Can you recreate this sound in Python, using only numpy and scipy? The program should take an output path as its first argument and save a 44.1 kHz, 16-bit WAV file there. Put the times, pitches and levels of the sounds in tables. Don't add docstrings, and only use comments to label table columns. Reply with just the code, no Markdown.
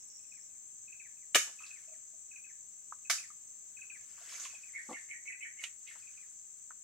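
import sys
import numpy as np
from scipy import signal
from scipy.fft import rfft, irfft
from scipy.io import wavfile
from scipy.ndimage import uniform_filter1d

SR = 44100
rng = np.random.default_rng(int(sys.argv[2]) if len(sys.argv) > 2 else 0)


def unload_wav(signal):
    wavfile.write(
        sys.argv[1],
        SR,
        np.round(np.clip(np.atleast_2d(signal).T, -1, 1) * 32767).astype(np.int16),
    )


N = 301203
TIME = np.arange(N) / SR
BIN_HZ = np.arange(N // 2 + 1) * SR / N


def from_db(db):
    return 10 ** (np.asarray(db) / 20)


def rms_one(x):
    return x / np.sqrt(np.mean(x ** 2) + 1e-20)


def in_time(rows, t=TIME):
    s, *columns = np.transpose(rows)
    return [np.interp(t, s, c) for c in columns]


def at_hz(points, hz, axis=1):
    points = np.array(points)
    return np.interp(np.log(np.maximum(hz, 1)), np.log(points[:, 0]), points[:, axis])


def filtered(x, order, hz, kind):
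    return signal.sosfilt(signal.butter(order, hz, kind, fs=SR, output="sos"), x)


def coloured(x, spectrum):
    gains = from_db(at_hz(spectrum, BIN_HZ))
    return rms_one(irfft(rfft(x) * gains, N))


def drift(rate):
    knots = rng.standard_normal(int(N / SR * rate) + 2)
    return rms_one(np.interp(TIME * rate, np.arange(len(knots)), knots))


def grains(spread_db):
    sizes = np.repeat(rng.standard_normal(N // 10 + 1), 10)[:N]
    return rng.standard_normal(N) * from_db(spread_db * np.clip(sizes, -2, 2))


def scuff(hz, width):
    band_hz = [hz / (1 + width / 2), hz * (1 + width / 2)]
    return rms_one(filtered(rng.standard_normal(N), 2, band_hz, "band"))


def burst(s, decay, rise=0.0015):
    age = np.maximum(TIME - s, 0)
    return (1 - np.exp(-age / rise)) * np.exp(-np.minimum(age / decay, 20))


def ring(x, hz, t60):
    shrink, turn = from_db(-60 / (t60 * SR)), 2 * np.pi * hz / SR
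    return signal.lfilter([0, np.sin(turn)], [1, -2 * shrink * np.cos(turn), shrink * shrink], x + 1e-18)


def panned(x, left_db):
    return x * from_db(np.array([[.5], [-.5]]) * left_db)


def add(out, s, sound):
    start = int(s * SR)
    out[start:start + len(sound)] += sound[:max(N - start, 0)]


# [f/Hz, level/dB per Hz before scaling to rms 1]
AIR_COLOUR = [(20, -14), (60, -11), (90, 6.5), (115, 0), (200, 0.5), (400, -5.5), (900, -8), (2200, -4.5),
              (3300, -8.5), (5000, -8), (10000, -10.5), (15500, -8.5)]
# [f/Hz, left-right correlation]
EAR_LIKENESS = [(60, 0.64), (300, .75), (700, .65), (1400, 0), (3100, 0), (7000, 0.022)]
AIR_DB, AIR_WAVER_DB, AIR_WAVERS_PER_S = -70.5, 0.78, 1


def air():
    alike = np.clip(at_hz(EAR_LIKENESS, BIN_HZ), -1, 1)
    shared, opposed = rfft(rng.standard_normal((2, N)))
    both = irfft(np.sqrt(1 + alike) * shared + np.sqrt(1 - alike) * opposed * [[1], [-1]], N)
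    return from_db(AIR_DB + AIR_WAVER_DB * drift(AIR_WAVERS_PER_S)) * coloured(both, AIR_COLOUR)


# [f/Hz, level/dB per Hz before scaling to rms 1]
HISS_LOUDER_LEFT = [(5500, -43), (6700, -21), (7000, -10), (7450, 1), (7800, -2.5), (8030, -10.5),
                    (8200, -2), (8380, -29), (8900, -31), (10000, -46.5), (13500, -46), (15000, -30.5),
                    (16000, -36.5)]
HISS_LOUDER_RIGHT = [(5000, -45.5), (5550, -26), (5850, -7.5), (6300, 2.5), (6600, -3), (7000, -4),
                     (7500, -20.5), (8200, -29), (9000, -48.5)]
LOW_HISS = [(4800, -58.5), (5200, -26), (5400, -5.5), (5570, 6), (5800, -4.5), (6200, -22.5), (6800, -48)]


def cicadas(spectrum, db, left_db, throb_db):
    hiss = coloured(rng.standard_normal((2, N)), spectrum)
    return panned(hiss, left_db) * from_db(db + throb_db * drift(25))


def bird_note(shape, top_hz, rough):
    t = TIME[:int(shape[-1][0] * SR)]
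    share, db = in_time(shape, t)
    tremble = rms_one(uniform_filter1d(rng.standard_normal(len(t)), size=60))
    hz = top_hz * share * (1 + rough * tremble)
    return 2 * np.pi * np.cumsum(hz) / SR, from_db(db)


def pipe_note(contour, top_hz):
    shape = np.array(contour) * [rng.uniform(.85, 1.15), 1, 1]
    shape[-3:, 2] += rng.normal(0, 3.5, 3)
    phase, loudness = bird_note(shape, top_hz, rough=.022)
    return loudness * np.sin(phase)


# [t/s, level/dB, top f/Hz, beat/s, extra level of the opening pair/dB, number of pairs]
PIPING_PHRASES = [(.190, -52, 2680, .125, -14.5, 3), (.874, -45.5, 2683, 0.12, -1.5, 3),
                  (1.585, -44.5, 2702, 0.12, 2, 3), (2.309, -49.5, 2693, .128, 4.5, 2),
                  (3.048, -41.5, 2700, 0.13, -3, 2), (3.766, -41, 2676, 0.13, -0.5, 2),
                  (4.498, -48, 2688, .131, 2, 2), (5.272, -46.5, 2700, .130, 6, 2),
                  (6.019, -51, 2625, 0.15, 0.5, 2)]
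# [t/beats, first level/dB, second level/dB]
NOTE_PAIRS = [(0, -5, -1), (1, -0.5, -10.5), (2.44, -19, -20.5)]
# [t/s, share of top pitch, level/dB]
PIP = [(0, .98, -30), (.005, .955, -4), (.010, .945, 0), (.015, .905, -6), (.020, .76, -26),
       (.029, .6, -22), (.041, .58, -33)]
# [t/s, share of top pitch, level/dB]
CLOSING_SLUR = [(0, .92, -25), (.007, .88, 0), (.014, .81, -3), (.022, .72, -3), (.032, .645, -6),
                (.045, .62, -25)]
NOTE_GAP_S = .047


def piping_bird():
    out = np.zeros(N)
    for start, db, top_hz, beat, opening_db, count in PIPING_PHRASES:
        for k, (beats, first_db, second_db) in enumerate(NOTE_PAIRS[:round(count)]):
            s = start + beats * beat
            pair_db, closing = (db + opening_db, PIP) if k == 0 else (db, CLOSING_SLUR)
            add(out, s, from_db(pair_db + first_db) * pipe_note(PIP, top_hz))
            add(out, s + NOTE_GAP_S, from_db(pair_db + second_db) * pipe_note(closing, top_hz))
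    return out


# [t/s, ring level/dB, crack level/dB, tearing time/s, brightness limit f/Hz]
THICK_STEPS = [(1.3462, -29, -19.5, 0.011, 7060), (1.3540, -21.5, -22.5, 0.0096, 13800),
               (1.3590, -32, -24, 0.0011, 12000), (1.3655, -31, -36.5, 0.025, 10140)]
THIN_STEPS = [(3.0980, -33, -25, 0.016, 10340), (3.1102, -47, -37, 0.0084, 12000)]
# [f/Hz, level/dB relative to the step's ring]
THICK_MODES = [(285, -15), (350, -11.5), (440, -10), (535, -6), (625, -7.5), (730, -8.5), (1185, -2),
               (1265, -0.5), (1720, 3), (1910, -2.5), (2190, 0), (2310, -0.5), (2400, 0.5), (2750, -10.5),
               (2910, -1.5), (3025, -10.5)]
THIN_MODES = [(620, -6), (705, -13.5), (1180, 3.5), (1310, -9), (1560, 5.5), (1975, -20), (2120, 6),
              (2260, 11), (2350, 3), (3060, -13), (3890, -3.5), (4080, -9)]
# [f/Hz, level/dB per Hz before scaling to rms 1]
THICK_FIBRES = [(150, -35), (300, -7.5), (650, -11.5), (870, -24.5), (1200, -6.5), (2900, -2), (3500, -5),
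                (4800, -8), (6300, -0.5), (7600, -5), (8500, -3.5), (10500, -8), (12000, -7),
                (15500, -14.5)]
THIN_FIBRES = [(150, -38), (450, -39), (650, 1), (900, -11.5), (1300, 3.5), (2300, 0), (3200, -1),
               (4600, 2), (5300, 4), (6700, 4.5), (8200, 0.5), (10500, -2.5), (12000, -5), (15500, -5)]
STEM_T60_S = .062


def chop(cut, stem, crack_colour, grain_db, lowest_hz, spread_db):
    middle, side = (coloured(grains(grain_db), crack_colour) for _ in range(2))
    side = filtered(side, 2, 2200, "high")
    fibres = middle + from_db(spread_db) * side * [[1], [-1]]
    crack, ringing = 0, np.zeros(N)
    for s, ring_db, crack_db, tearing, bright_hz in cut:
        dulled = filtered(fibres, 2, min(bright_hz, .45 * SR), "low")
        crack = crack + from_db(crack_db) * dulled * burst(s, tearing, rise=0.00092)
        for hz, mode_db in stem:
            mode = ring(signal.unit_impulse(SR // 2), hz, STEM_T60_S)
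            add(ringing, s + rng.uniform(0, .003), from_db(ring_db + mode_db) * mode / 2)
    return filtered(crack + 1e-18, 6, lowest_hz, "high"), filtered(ringing + 1e-18, 6, lowest_hz, "high")


# [f/Hz, level/dB relative to the bite, time to fall 60 dB/s]
BITE_MODES = [(2030, -7.5, 0.0084), (2930, -0.5, 0.03), (3750, -7.5, 0.022), (6200, -7.5, .014),
              (7240, -3.5, 0.026)]


def bite(s, db, lowest_hz=1200):
    out = np.zeros(N)
    for hz, mode_db, t60 in BITE_MODES:
        add(out, s, from_db(db + mode_db) * ring(signal.unit_impulse(SR // 4), hz, t60))
    return filtered(out + 1e-18, 3, lowest_hz, "high")


# [t/s, level/dB, decay/s, centre f/Hz, relative width]
CANE_BUMPS = [(1.471, -52.5, 0.023, 920, 3), (1.603, -57, 0.029, 1196, 0.25), (1.661, -53, 0.02, 4470, .45),
              (1.874, -65.5, 0.037, 635, 0.1), (1.913, -62, .026, 626, 0.095),
              (2.13, -73.5, .031, 646, 0.16), (3.302, -49.5, 0.0081, 1236, 0.13),
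              (4.176, -61, 0.038, 1358, 0.74), (4.21, -58.5, 0.013, 684, 0.13),
              (4.455, -50, 0.009, 1110, 0.12), (4.529, -60.5, 0.013, 750, 0.48),
              (5.953, -53, 0.0095, 1230, 1.3)]


def bumps():
    out = 0
    for s, db, decay, hz, width in CANE_BUMPS:
        out = out + from_db(db) * scuff(hz, width) * burst(s, decay, rise=0.003)
    return out


# [peak t/s, level/dB, swell/s, settle/s]
LEAF_TUGS = [(1.64, -61, .09, 0.2), (4.324, -47.5, 0.064, 0.12), (4.444, -48.5, 0.024, 0.012),
             (4.93, -60.5, 0.11, 0.073), (5.64, -49, 0.016, .01), (5.885, -62.5, 0.063, 0.35)]
# [t/s, level/dB]
STIRRING = [(0, -87), (3.4, -87), (4.1, -69), (5.2, -90), (6.8, -110)]
JERK_DB, JERKS_PER_S = 1.5, 55


def dragging():
    strength = from_db(in_time(STIRRING)[0])
    for s, db, swell, settle in LEAF_TUGS:
        away = np.maximum((s - TIME) / swell, (TIME - s) / settle)
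        strength = strength + from_db(db) * np.exp(-away)
    return strength * from_db(JERK_DB * drift(JERKS_PER_S))


# [f/Hz, level/dB]
RUSTLE_COLOUR = [(150, -26.5), (650, -2.5), (850, -16), (1150, 0), (2300, 2.5), (4000, -3.5), (6800, 7.5),
                 (10000, -5), (15500, -18)]


def leaves():
    out = 0
    edges = np.geomspace(150, 16000, 19)
    for low, high in zip(edges, edges[1:]):
        band = filtered(grains(7.5), 2, [low, high], "band")
        out = out + band * from_db(4.5 * np.minimum(drift(120), 1.8))
    return dragging() * coloured(out, RUSTLE_COLOUR)


# [t/s, peak level/dB, f/Hz, swell time/s, flutter level/dB]
LEAF_DROPS = [(2.9236, -32, 1187, 0.00053, -49.5), (6.7067, -44, 1356, 0.00042, -50.5)]
FLUTTER_S = 0.0076


def drops():
    out = 0
    for s, db, hz, swell, flutter_db in LEAF_DROPS:
        age = np.clip(TIME - s, 0, swell * 60)
        shape = (age / swell / 3) ** 3 * np.exp(3 - age / swell)
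        flutter = from_db(flutter_db) * scuff(hz, width=0.55) * burst(s, FLUTTER_S)
        out = out + from_db(db) * shape * np.sin(2 * np.pi * hz * age) + flutter
    return out


# [t/s, level/dB, tearing time/s]
TWIG_SNAPS = [(4.439, -55, 0.0032), (4.451, -47.5, 0.025), (4.929, -47, 0.0045), (5.638, -26, 0.0025),
              (5.641, -40, 0.017), (5.868, -55.5, 0.049)]
# [f/Hz, level/dB per Hz before scaling to rms 1]
TWIG_COLOUR = [(200, -29), (1400, -20), (1900, -3.5), (2500, 8.5), (3500, -2), (5000, -14), (7000, 0.5),
               (9500, -13), (15000, -68)]


def twigs():
    fibres = coloured(grains(2.0), TWIG_COLOUR)
    return fibres * sum(from_db(db) * burst(s, tearing, rise=0.00072) for s, db, tearing in TWIG_SNAPS)


# [t/s, level/dB, top f/Hz, upper voice level/dB to the lower]
SCOLDING_CALLS = [(4.733, -41.5, 2323, -43), (4.917, -45.5, 2261, -13), (5.087, -44, 2391, -20.5),
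                  (5.256, -42, 2445, -27), (5.405, -43, 2390, -14), (5.571, -48.5, 2330, -9.5),
                  (5.860, -53.5, 2320, -22)]
# [t/s, share of top pitch, level/dB]
SCOLD_SHAPE = [(0, .9, -7), (.012, 0.9, -3), (.028, 0.97, 5.5), (.041, .87, -3), (.053, .79, 3.5),
               (.068, .77, -26), (.085, 0.74, -48)]


def scolding_bird(upper_ratio=1.32, rattle_hz=170):
    out = np.zeros(N)
    for s, db, top_hz, upper_db in SCOLDING_CALLS:
        phase, loudness = bird_note(SCOLD_SHAPE, top_hz, rough=.03)
        voices = np.sin(phase) + from_db(upper_db) * np.sin(upper_ratio * phase)
        add(out, s, from_db(db) * loudness * voices)
    rattle = np.sin(2 * np.pi * np.cumsum(rattle_hz * (1 + 0.4 * drift(40))) / SR)
    return out * (1 + 0.3 * rattle)


# [t/s, level/dB, decay/s, brightness limit f/Hz]
CANE_LANDING = [(4.888, -41, 0.022, 1000), (4.909, -42.5, 0.0095, 1200), (4.929, -38.5, 0.0034, 3000)]
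# [f/Hz, width/Hz, level/dB before scaling to rms 1]
THUD_BANDS = [(269, 130, -0.5), (510, 94, -2), (790, 200, 1.5), (1000, 150, -3.5), (1200, 210, -0.5)]


def landing(rise_s=0.0027):
    body = rms_one(sum(from_db(db) * scuff(hz, width_hz / hz) for hz, width_hz, db in THUD_BANDS))
    out = 0
    for s, db, decay, bright_hz in CANE_LANDING:
        out = out + from_db(db) * filtered(body, 2, bright_hz, "low") * burst(s, decay, rise_s)
    return out


# [f/Hz, level/dB before the far return, time to fall 60 dB/s]
GROVE_SCATTER = [(200, -19, .15), (512, -12.5, 0.13), (980, -8.5, 0.36), (1850, -1, .26), (3950, -5, .3),
                 (7000, 3.5, 0.36), (10500, -4, 0.34), (14930, 0.5, 0.21)]


def grove(x, far_db=-31, far_t60=1.6, build_s=0.0018):
    t, response = TIME[:SR], 0
    edges = np.geomspace(150, 17000, 14)
    for low, high in zip(edges, edges[1:]):
        hz = np.sqrt(low * high)
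        echoes = filtered(rng.standard_normal((2, SR)), 2, [low, high], "band")
        near = np.exp(-np.log(1000) * t / at_hz(GROVE_SCATTER, hz, axis=2))
        far = from_db(far_db) * np.exp(-np.log(1000) * t / far_t60) / 2
        echoes = echoes * np.hypot(near, far) * (1 - np.exp(-t / build_s))
        share = np.sqrt(2 * (high - low) / SR / np.sum(echoes ** 2, axis=1, keepdims=True))
        response = response + echoes * share * from_db(at_hz(GROVE_SCATTER, hz))
    return signal.fftconvolve(x[None], response, axes=1)[:, :N]


# [f/Hz, left minus right level/dB]
MICROPHONE_BALANCE = [(2800, 0.5), (4200, -2), (5200, -6.5), (6600, -5.5), (7200, 5), (7800, 10.5),
                      (9300, 9.5), (11500, 3.5), (14500, 4), (15800, 9)]


def two_microphones(x):
    gains = panned(1, at_hz(MICROPHONE_BALANCE, BIN_HZ))
    return irfft(rfft(x) * gains / np.sqrt(np.mean(gains ** 2, axis=0)), N)


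def scene():
    thick_crack, thick_ring = chop(THICK_STEPS, THICK_MODES, THICK_FIBRES,
                                   grain_db=3.0, lowest_hz=254, spread_db=-1.0)
    thin_crack, thin_ring = chop(THIN_STEPS, THIN_MODES, THIN_FIBRES,
                                 grain_db=0.0, lowest_hz=560, spread_db=-2.0)
    thick_crack = thick_crack + bite(1.3471, db=-19.0)
    snaps, knocks, taps, rustle = twigs(), bumps() + landing(), drops(), leaves()
    piping, scolding = piping_bird(), scolding_bird()

    direct = thick_crack + thick_ring + knocks + taps + from_db(-2.0) * rustle
    direct = direct + panned(thin_crack + thin_ring + from_db(-1) * piping, -1.4)
    direct = direct + panned(snaps, -6.5) + from_db(-6.5) * panned(scolding, -6)

    cutting = np.mean(from_db(-0.9) * thick_crack + from_db(1) * thin_crack, axis=0)
    cutting = cutting + from_db(-5.0) * (thick_ring + thin_ring)
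    handling = from_db(-15.5) * snaps + from_db(-4.5) * knocks + from_db(-14) * taps + from_db(0.5) * rustle
    scattered = panned(grove(cutting), -0.28)
    scattered = scattered + panned(grove(handling + from_db(1.0) * piping), -1.1)
    scattered = scattered + from_db(2.0) * panned(grove(scolding), -2.4)

    stopping, = in_time([(.48, -4), (.58, -42)])
    drone = cicadas(HISS_LOUDER_LEFT, db=-60.0, left_db=21.0, throb_db=0.28)
    drone = drone + cicadas(HISS_LOUDER_RIGHT, db=-60.0, left_db=-10.5, throb_db=1.1)
    drone = drone + cicadas(LOW_HISS, db=-62.0, left_db=-12.0, throb_db=4.0) * from_db(stopping)
    return two_microphones(direct + scattered) + drone + air()


CUTOFF_HZ = 15800


def record(dry):
    return signal.sosfilt(signal.ellip(10, .1, 80, CUTOFF_HZ, fs=SR, output="sos"), dry)


dry = scene()
out = record(dry)
unload_wav(out)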